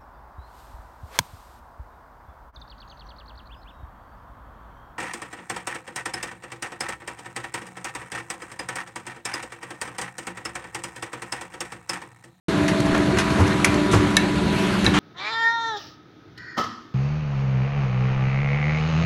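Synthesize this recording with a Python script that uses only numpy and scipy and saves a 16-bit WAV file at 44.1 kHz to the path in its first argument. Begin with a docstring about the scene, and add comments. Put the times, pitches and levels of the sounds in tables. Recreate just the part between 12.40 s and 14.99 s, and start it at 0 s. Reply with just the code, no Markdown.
"""In a factory hall, a blow moulding machine cuts in abruptly: pumps and motors hum over roar and air hiss.
Bottles tick faintly on the belt throughout; the mechanism soon clacks, then thumps and the frame booms.
From the middle on, two valve puffs let off air and two plastic bottles drop off the conveyor into a crate.
A midrange rush rises near the end as the microphone swings down towards the crate.
Shaped noise makes air and blows, sines the hums and rings; a noise tail puts the blows in the hall."""
import sys
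import numpy as np
from scipy import signal
from scipy.fft import rfft, irfft
from scipy.io import wavfile
from scipy.ndimage import uniform_filter1d

SR = 44100
rng = np.random.default_rng(int(sys.argv[2]) if len(sys.argv) > 2 else 0)


def output_pcm(signal):
    """Save a mono or channel-first signal as 16-bit PCM at the path in sys.argv[1].

    Samples are clipped to [-1, 1] before scaling.
    """
    pcm = np.clip(np.atleast_2d(signal).T, -1, 1) * 32767
    wavfile.write(sys.argv[1], SR, np.round(pcm).astype(np.int16))


N = 114219
T = np.arange(N) / SR  # seconds


def amp(db):
    """Decibels to gain."""
    return 10 ** (np.asarray(db) / 20)


def unit(x):
    """Scales to rms 1."""
    return x / np.sqrt(np.mean(abs(x) ** 2) + 1e-20)


def level(points):
    """Gain over time from (time_s, level_db) points, held flat beyond the ends."""
    return amp(np.interp(T, *np.transpose(points)))


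def since(start_s):
    """Seconds since the start, zero before it."""
    return np.maximum(T - start_s, 0)


def noise(points, tilt_db=0):
    """Noise of rms 1 with the given spectrum, tilted in dB per octave."""
    octave = np.log2(np.fft.rfftfreq(N, 1 / SR) + 1)
    pitch_hz, density_db = np.transpose(points)
    gain_db = np.interp(octave, np.log2(pitch_hz), density_db) + tilt_db * octave
    spectrum = rfft(rng.standard_normal(N)) * amp(gain_db)
    return unit(irfft(spectrum, N))


def waver(width_hz):
    """Random complex drift of rms 1; a wider band drifts faster."""
    hz = np.fft.fftfreq(N, 1 / SR)
    chance = rng.standard_normal(N) + 1j * rng.standard_normal(N)
    return unit(np.fft.ifft(np.fft.fft(chance) / (1 + (hz / width_hz) ** 2)))


def tone(pitch_hz, unsteady=0, width_hz=1):
    """A sine of about rms 1, of which a share of the power (0-1) wavers."""
    share = np.clip(unsteady, 0, 1)
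    swing = np.sqrt(1 - share) + np.sqrt(share) * waver(width_hz)
    carrier = np.exp(2j * np.pi * (pitch_hz * T + rng.random()))  # random starting phase
    return np.sqrt(2) * (swing * carrier).real


def blows(rows, spectrum, rise_s):
    """Blows on heavily damped parts: dense vibration that rises fast and dies away."""
    out = np.zeros(N)
    for start_s, level_db, tilt_db, decay_s in rows:
        rise = np.minimum(since(start_s) / rise_s, 1)
        fall = np.exp(-since(start_s + rise_s) / decay_s)
        out += amp(level_db) * noise(spectrum, tilt_db) * rise * fall
    return out


PATCHY_DB, FLICKER_DB = 1.5, 0.5  # rms drift within neighbouring bands, and across all bands


def uneven(x):
    """Lets a noise drift in patches of time and pitch, and flicker across all bands."""
    bands = signal.stft(x, nperseg=256)[2]
    patches = uniform_filter1d(rng.standard_normal(bands.shape), size=5, axis=0)
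    patches = unit(uniform_filter1d(patches, size=14, axis=1))
    flicker = unit(uniform_filter1d(rng.standard_normal(bands.shape[1]), size=3))
    return signal.istft(bands * amp(PATCHY_DB * patches + FLICKER_DB * flicker))[1][:N]


# spectrum of the hall's roar: pitch_hz, density_db (per Hz, relative)
ROAR_SPECTRUM = [(15, -66), (25, -43), (40, -21), (55, -7), (75, -2.5), (115, -3), (160, 1.5), (200, -5),
                 (250, -5), (300, -6.5), (350, -2.5), (410, -5.5), (470, -13.5), (720, -14), (1100, -16),
                 (1800, -17.5), (3000, -25.5), (4300, -24), (4900, -33.5), (9000, -38), (12000, -48)]
ROAR_DB = -24
# spectrum of the air hiss: pitch_hz, density_db (per Hz, relative)
HISS_SPECTRUM = [(300, -67), (1000, 10), (2000, 4), (4000, -8.5), (5000, -9.5), (6500, -11.5),
                 (10000, -18.5), (12000, -24)]
# rise and fall of the hiss: time_s, level_db
HISS_SWELL = [(.1, -34.5), (.45, -38.5), (.55, -32), (.72, -36.5), (.92, -30), (1.1, -31), (1.2, -33),
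              (1.33, -31), (1.45, -36), (1.62, -30.5), (1.85, -40.5), (2.03, -41.5), (2.2, -34),
              (2.59, -37)]
# spectrum of the rush near the crate: pitch_hz, density_db (per Hz, relative)
RUSH_SPECTRUM = [(500, -14), (1300, -4.5), (2700, 0), (3800, -8.5), (5000, -17.5), (12000, -26)]
# the rush as the microphone swings down: time_s, level_db
RUSH_SWELL = [(2.05, -41), (2.14, -32), (2.23, -30.5), (2.34, -33), (2.45, -34.5), (2.59, -42)]


def air():
    """Broadband noises of moving air: the hall's roar, the hiss and the rush near the crate."""
    roar = amp(ROAR_DB) * noise(ROAR_SPECTRUM)
    hiss = level(HISS_SWELL) * noise(HISS_SPECTRUM)
    rush = level(RUSH_SWELL) * noise(RUSH_SPECTRUM)
    return uneven(roar + hiss + rush)


# two pumps before their common swell: pitch_hz, level_db
PUMP_TONES = [(188.3, -30), (210, -31.5)]
# common swell of the pumps: time_s, gain_db
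PUMP_GAIN = [(.1, 0), (1.1, 1), (1.9, 0), (2.3, 4), (2.59, 4.5)]
# main motor hum: time_s, level_db
MOTOR_SWELL = [(.1, -33), (.21, -18.5), (.34, -29.5), (.43, -24), (.63, -21.5), (.76, -33), (.95, -31),
               (1.04, -26), (1.13, -34.5), (1.23, -27), (1.37, -23), (1.53, -28.5), (1.62, -23.5),
               (1.88, -30), (1.99, -24.5), (2.08, -35.5), (2.16, -25), (2.36, -36.5), (2.55, -24.5)]
MOTOR_HZ, MOTOR_UNSTEADY, MOTOR_WAVER_HZ = 296.1, 0.079, 8.3
# about an octave above the motor hum: time_s, level_db
OCTAVE_SWELL = [(.1, -37.5), (.62, -37), (.95, -51), (1.25, -41), (1.4, -35.5), (1.55, -39), (1.75, -40.5),
                (2.15, -40.5), (2.28, -43), (2.43, -35), (2.59, -45)]
OCTAVE_HZ, OCTAVE_UNSTEADY, OCTAVE_WAVER_HZ = 592.3, 0.37, 9.4
# higher whine: time_s, level_db
WHINE_SWELL = [(.1, -33), (.45, -33.5), (1.0, -37), (1.6, -42), (2.0, -52), (2.22, -32), (2.4, -53)]
WHINE_HZ, WHINE_UNSTEADY, WHINE_WAVER_HZ = 653.3, 0.13, 4.6
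# the whine's upper partial, a fifth higher: time_s, level_db
UPPER_SWELL = [(.1, -48), (.6, -42), (.95, -38), (1.5, -36), (2.0, -38.5), (2.25, -36), (2.5, -67)]
UPPER_RATIO = 3 / 2
# fainter machine tones: pitch_hz, level_db, unsteady_share (0-1), waver_hz
FAINT_TONES = [(372, -33.5, 1, 13.6), (822, -50.5, 0.46, 2.7), (3670, -54, 0.3, 6), (7900, -76, .3, 5)]


def motors():
    """Rotating parts as sines: two pumps beat together under a swelling motor hum and a whine."""
    pumps = level(PUMP_GAIN) * sum(amp(level_db) * tone(pitch_hz) for pitch_hz, level_db in PUMP_TONES)
    motor = level(MOTOR_SWELL) * tone(MOTOR_HZ, MOTOR_UNSTEADY, MOTOR_WAVER_HZ)
    octave = level(OCTAVE_SWELL) * tone(OCTAVE_HZ, OCTAVE_UNSTEADY, OCTAVE_WAVER_HZ)
    whine = level(WHINE_SWELL) * tone(WHINE_HZ, WHINE_UNSTEADY, WHINE_WAVER_HZ)
    upper = level(UPPER_SWELL) * tone(WHINE_HZ * UPPER_RATIO)
    faint = np.zeros(N)
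    for pitch_hz, level_db, share, waver_hz in FAINT_TONES:
        faint += amp(level_db) * tone(pitch_hz, share, waver_hz)
    return pumps + motor + octave + whine + upper + faint


# spectrum shared by belt ticks and clacks: pitch_hz, density_db (per Hz, relative)
CLACK_SPECTRUM = [(30, -60), (200, -21), (600, -3), (1300, 4), (2200, 3), (3000, -2), (4500, -7),
                  (6500, -6.5), (8000, -14), (10000, -12.5), (12000, -22)]
TICKS_PER_S, TICKS_DB, TICK_DECAY_S = 51, -45.5, 0.0052  # mean rate, overall rms, decay


def jostle():
    """Faint ticks of bottles touching on the belt: noise bursts at random times and strengths."""
    hits = (rng.random(N) < TICKS_PER_S / SR) * rng.uniform(0.25, 1, N)
    envelope = signal.lfilter([1], [1, -np.exp(-1 / (TICK_DECAY_S * SR))], hits)
    return amp(TICKS_DB) * unit(envelope * noise(CLACK_SPECTRUM))


# clacks, level before the envelope: start_s, level_db, tilt_db (per octave), decay_s
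CLACK_BLOWS = [(.280, -20.5, 0, .016), (.403, -22, 1.5, 0.0029), (.519, -29, -15, 0.024),
               (.548, -16, -5, .009), (.7705, -22, -2.5, 0.02), (.7855, -17.5, 0.5, 0.013),
               (.799, -21.5, -1.5, 0.018), (.903, -26.5, -2, 0.0084), (1.003, -31, 2, 0.012),
               (1.077, -23, -1.5, 0.0065), (1.2451, -8.5, 2.5, 0.006), (1.256, -22, -4, 0.022),
               (1.343, -23.5, 2, 0.0026), (2.445, -18, -0.5, 0.0063), (2.4545, -24.5, 1.5, 0.019)]


def clacks():
    """The mechanism clacks: bursts that rise in under a millisecond."""
    return blows(CLACK_BLOWS, CLACK_SPECTRUM, rise_s=0.00072)


# heavy thumps, level before the envelope: start_s, level_db, tilt_db (per octave), decay_s
THUMP_BLOWS = [(.989, -14.5, -0.5, 0.032), (1.528, -12.5, 2.5, 0.021), (2.468, -19, 2.5, 0.0072)]
# spectrum of a thump before its tilt: pitch_hz, density_db (per Hz, relative)
THUMP_SPECTRUM = [(30, -22), (90, 11), (170, -7.5), (260, -1.5), (400, -1.5), (600, -11), (1000, -10.5),
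                  (1600, -17), (3000, -39), (10000, -54)]


def thumps():
    """Heavy parts of the machine thump: low noise that rises more slowly than a clack."""
    return blows(THUMP_BLOWS, THUMP_SPECTRUM, rise_s=0.012)


# booms of the frame around the thumps, level at the envelope's peak: start_s, pitch_hz, level_db
FRAME_BOOMS = [(1.005, 106, -18.5), (1.055, 146, -16.5), (1.524, 167, -17.5), (1.549, 107, -13.5),
               (1.664, 141, -20)]
BOOM_PEAK_S = 0.012  # from start to the envelope's peak


def booms():
    """The frame swings for a few cycles: low sines that swell and die away."""
    out = np.zeros(N)
    for start_s, pitch_hz, level_db in FRAME_BOOMS:
        t = since(start_s)
        envelope = t / BOOM_PEAK_S * np.exp(1 - t / BOOM_PEAK_S)
        out += amp(level_db) * envelope * np.sin(2 * np.pi * pitch_hz * t)
    return out


# valve puffs, level before the envelope: start_s, length_s, level_db, tilt_db (per octave)
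VALVE_PUFFS = [(1.51, 0.036, -29, 8.5), (2.536, .07, -21.5, 0)]
# spectrum of a puff before its tilt: pitch_hz, density_db (per Hz, relative)
PUFF_SPECTRUM = [(30, -64), (200, -18), (900, 13), (1800, 9.5), (3200, 7.5), (4800, -5.5), (6500, -4),
                 (9500, -16.5), (12000, -28)]
PUFF_RISE_S, PUFF_FALL_S = 0.0062, 0.027


def valves():
    """Short puffs of exhaust air: noise that rises, holds and falls away."""
    out = np.zeros(N)
    for start_s, length_s, level_db, tilt_db in VALVE_PUFFS:
        rise = np.minimum(since(start_s) / PUFF_RISE_S, 1)
        fall = np.exp(-since(start_s + length_s) / PUFF_FALL_S)
        out += amp(level_db) * noise(PUFF_SPECTRUM, tilt_db) * rise * fall
    return out


# bottle knocks: start_s, ring_gain_db, low_mode_gain_db (added below LOW_MODES_HZ), crack_level_db
BOTTLE_KNOCKS = [(1.7677, -0.5, 0, -8), (2.4638, -1, -6.5, -33)]
# modes of the thin wall before the knock's gains: pitch_hz, level_db, t60_s, build_up_s
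BOTTLE_MODES = [(1370, -27, .06, 0.0017), (1736, 2, 0.025, 0.0032), (1776, -13, 0.083, 0.0034),
                (2217, -16, 0.12, 0.0036), (2640, -13, 0.026, 0.0013), (3270, -21.5, 0.043, 0.00082),
                (3770, -20, 0.062, 0.0008), (3932, 2.5, 0.014, 0.0011), (5030, -24, 0.026, 0.0011),
                (5900, -16.5, 0.016, 0.00046), (7800, -30, 0.016, .0005)]
# crack of the first contact: pitch_hz, density_db (per Hz, relative)
CRACK_SPECTRUM = [(30, -40), (250, -12), (700, 3), (1500, -4), (3000, 1), (4500, -3), (6200, -3),
                  (7200, -3), (9000, -0.5), (11500, -8), (12500, -18)]
LOW_MODES_HZ, CRACK_DECAY_S, CRACK_RISE_S = 2500, 0.0022, 0.00044


def bottles():
    """Each bottle lands in the crate with a crack, and the modes of its thin wall ring briefly."""
    out = np.zeros(N)
    for start_s, ring_db, low_db, crack_db in BOTTLE_KNOCKS:
        t = since(start_s)
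        out += blows([(start_s, crack_db, 0, CRACK_DECAY_S)], CRACK_SPECTRUM, CRACK_RISE_S)
        for pitch_hz, mode_db, t60_s, build_s in BOTTLE_MODES:
            build = 1 - np.exp(-(t / build_s) ** 2)
            fade = np.exp(-np.log(1000) * t / t60_s)
            gain = amp(ring_db + mode_db + low_db * (pitch_hz < LOW_MODES_HZ))
            out += gain * build * fade * np.sin(2 * np.pi * pitch_hz * t)
    return out


# colour of the hall's tail: pitch_hz, density_db (per Hz, relative)
TAIL_SPECTRUM = [(100, 1), (1500, 1), (2500, 10), (4000, -1), (12000, -3)]
TAIL_T60_S, TAIL_DB, ECHO_T60_S, ECHO_DB = 0.28, -16, 0.046, -13


def hall(x):
    """Quick echoes from the machine's panels and a fainter, longer tail: decaying noise responses."""
    echo = rng.standard_normal(N) * (T > .004) * np.exp(-np.log(1000) * T / ECHO_T60_S)
    tail = noise(TAIL_SPECTRUM) * (T > .015) * np.exp(-np.log(1000) * T / TAIL_T60_S)
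    response = amp(ECHO_DB) * echo / np.linalg.norm(echo)
    response += amp(TAIL_DB) * tail / np.linalg.norm(tail)
    return x + signal.fftconvolve(x, response)[:N]


def scene():
    """Air and motors reach the microphone directly; blows, puffs and bottles also echo in the hall."""
    events = jostle() + clacks() + thumps() + booms() + valves() + bottles()
    return (air() + motors() + hall(events))[None]


START_S, CEILING, EDGE_HZ = .083, .85, 12150  # cut-in, peak ceiling, upper band edge


def record(dry):
    """The sound cuts in abruptly, the loudest peaks are rounded off; then the band limit."""
    opened = dry * np.clip((T - START_S) / .002, 0, 1)
    rounded = opened / (1 + (opened / CEILING) ** 6) ** (1 / 6)
    lowpass = signal.firwin(255, EDGE_HZ, window=("kaiser", 9), fs=SR)
    return signal.oaconvolve(rounded, lowpass[None], "same")


dry = scene()
out = record(dry)
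output_pcm(out)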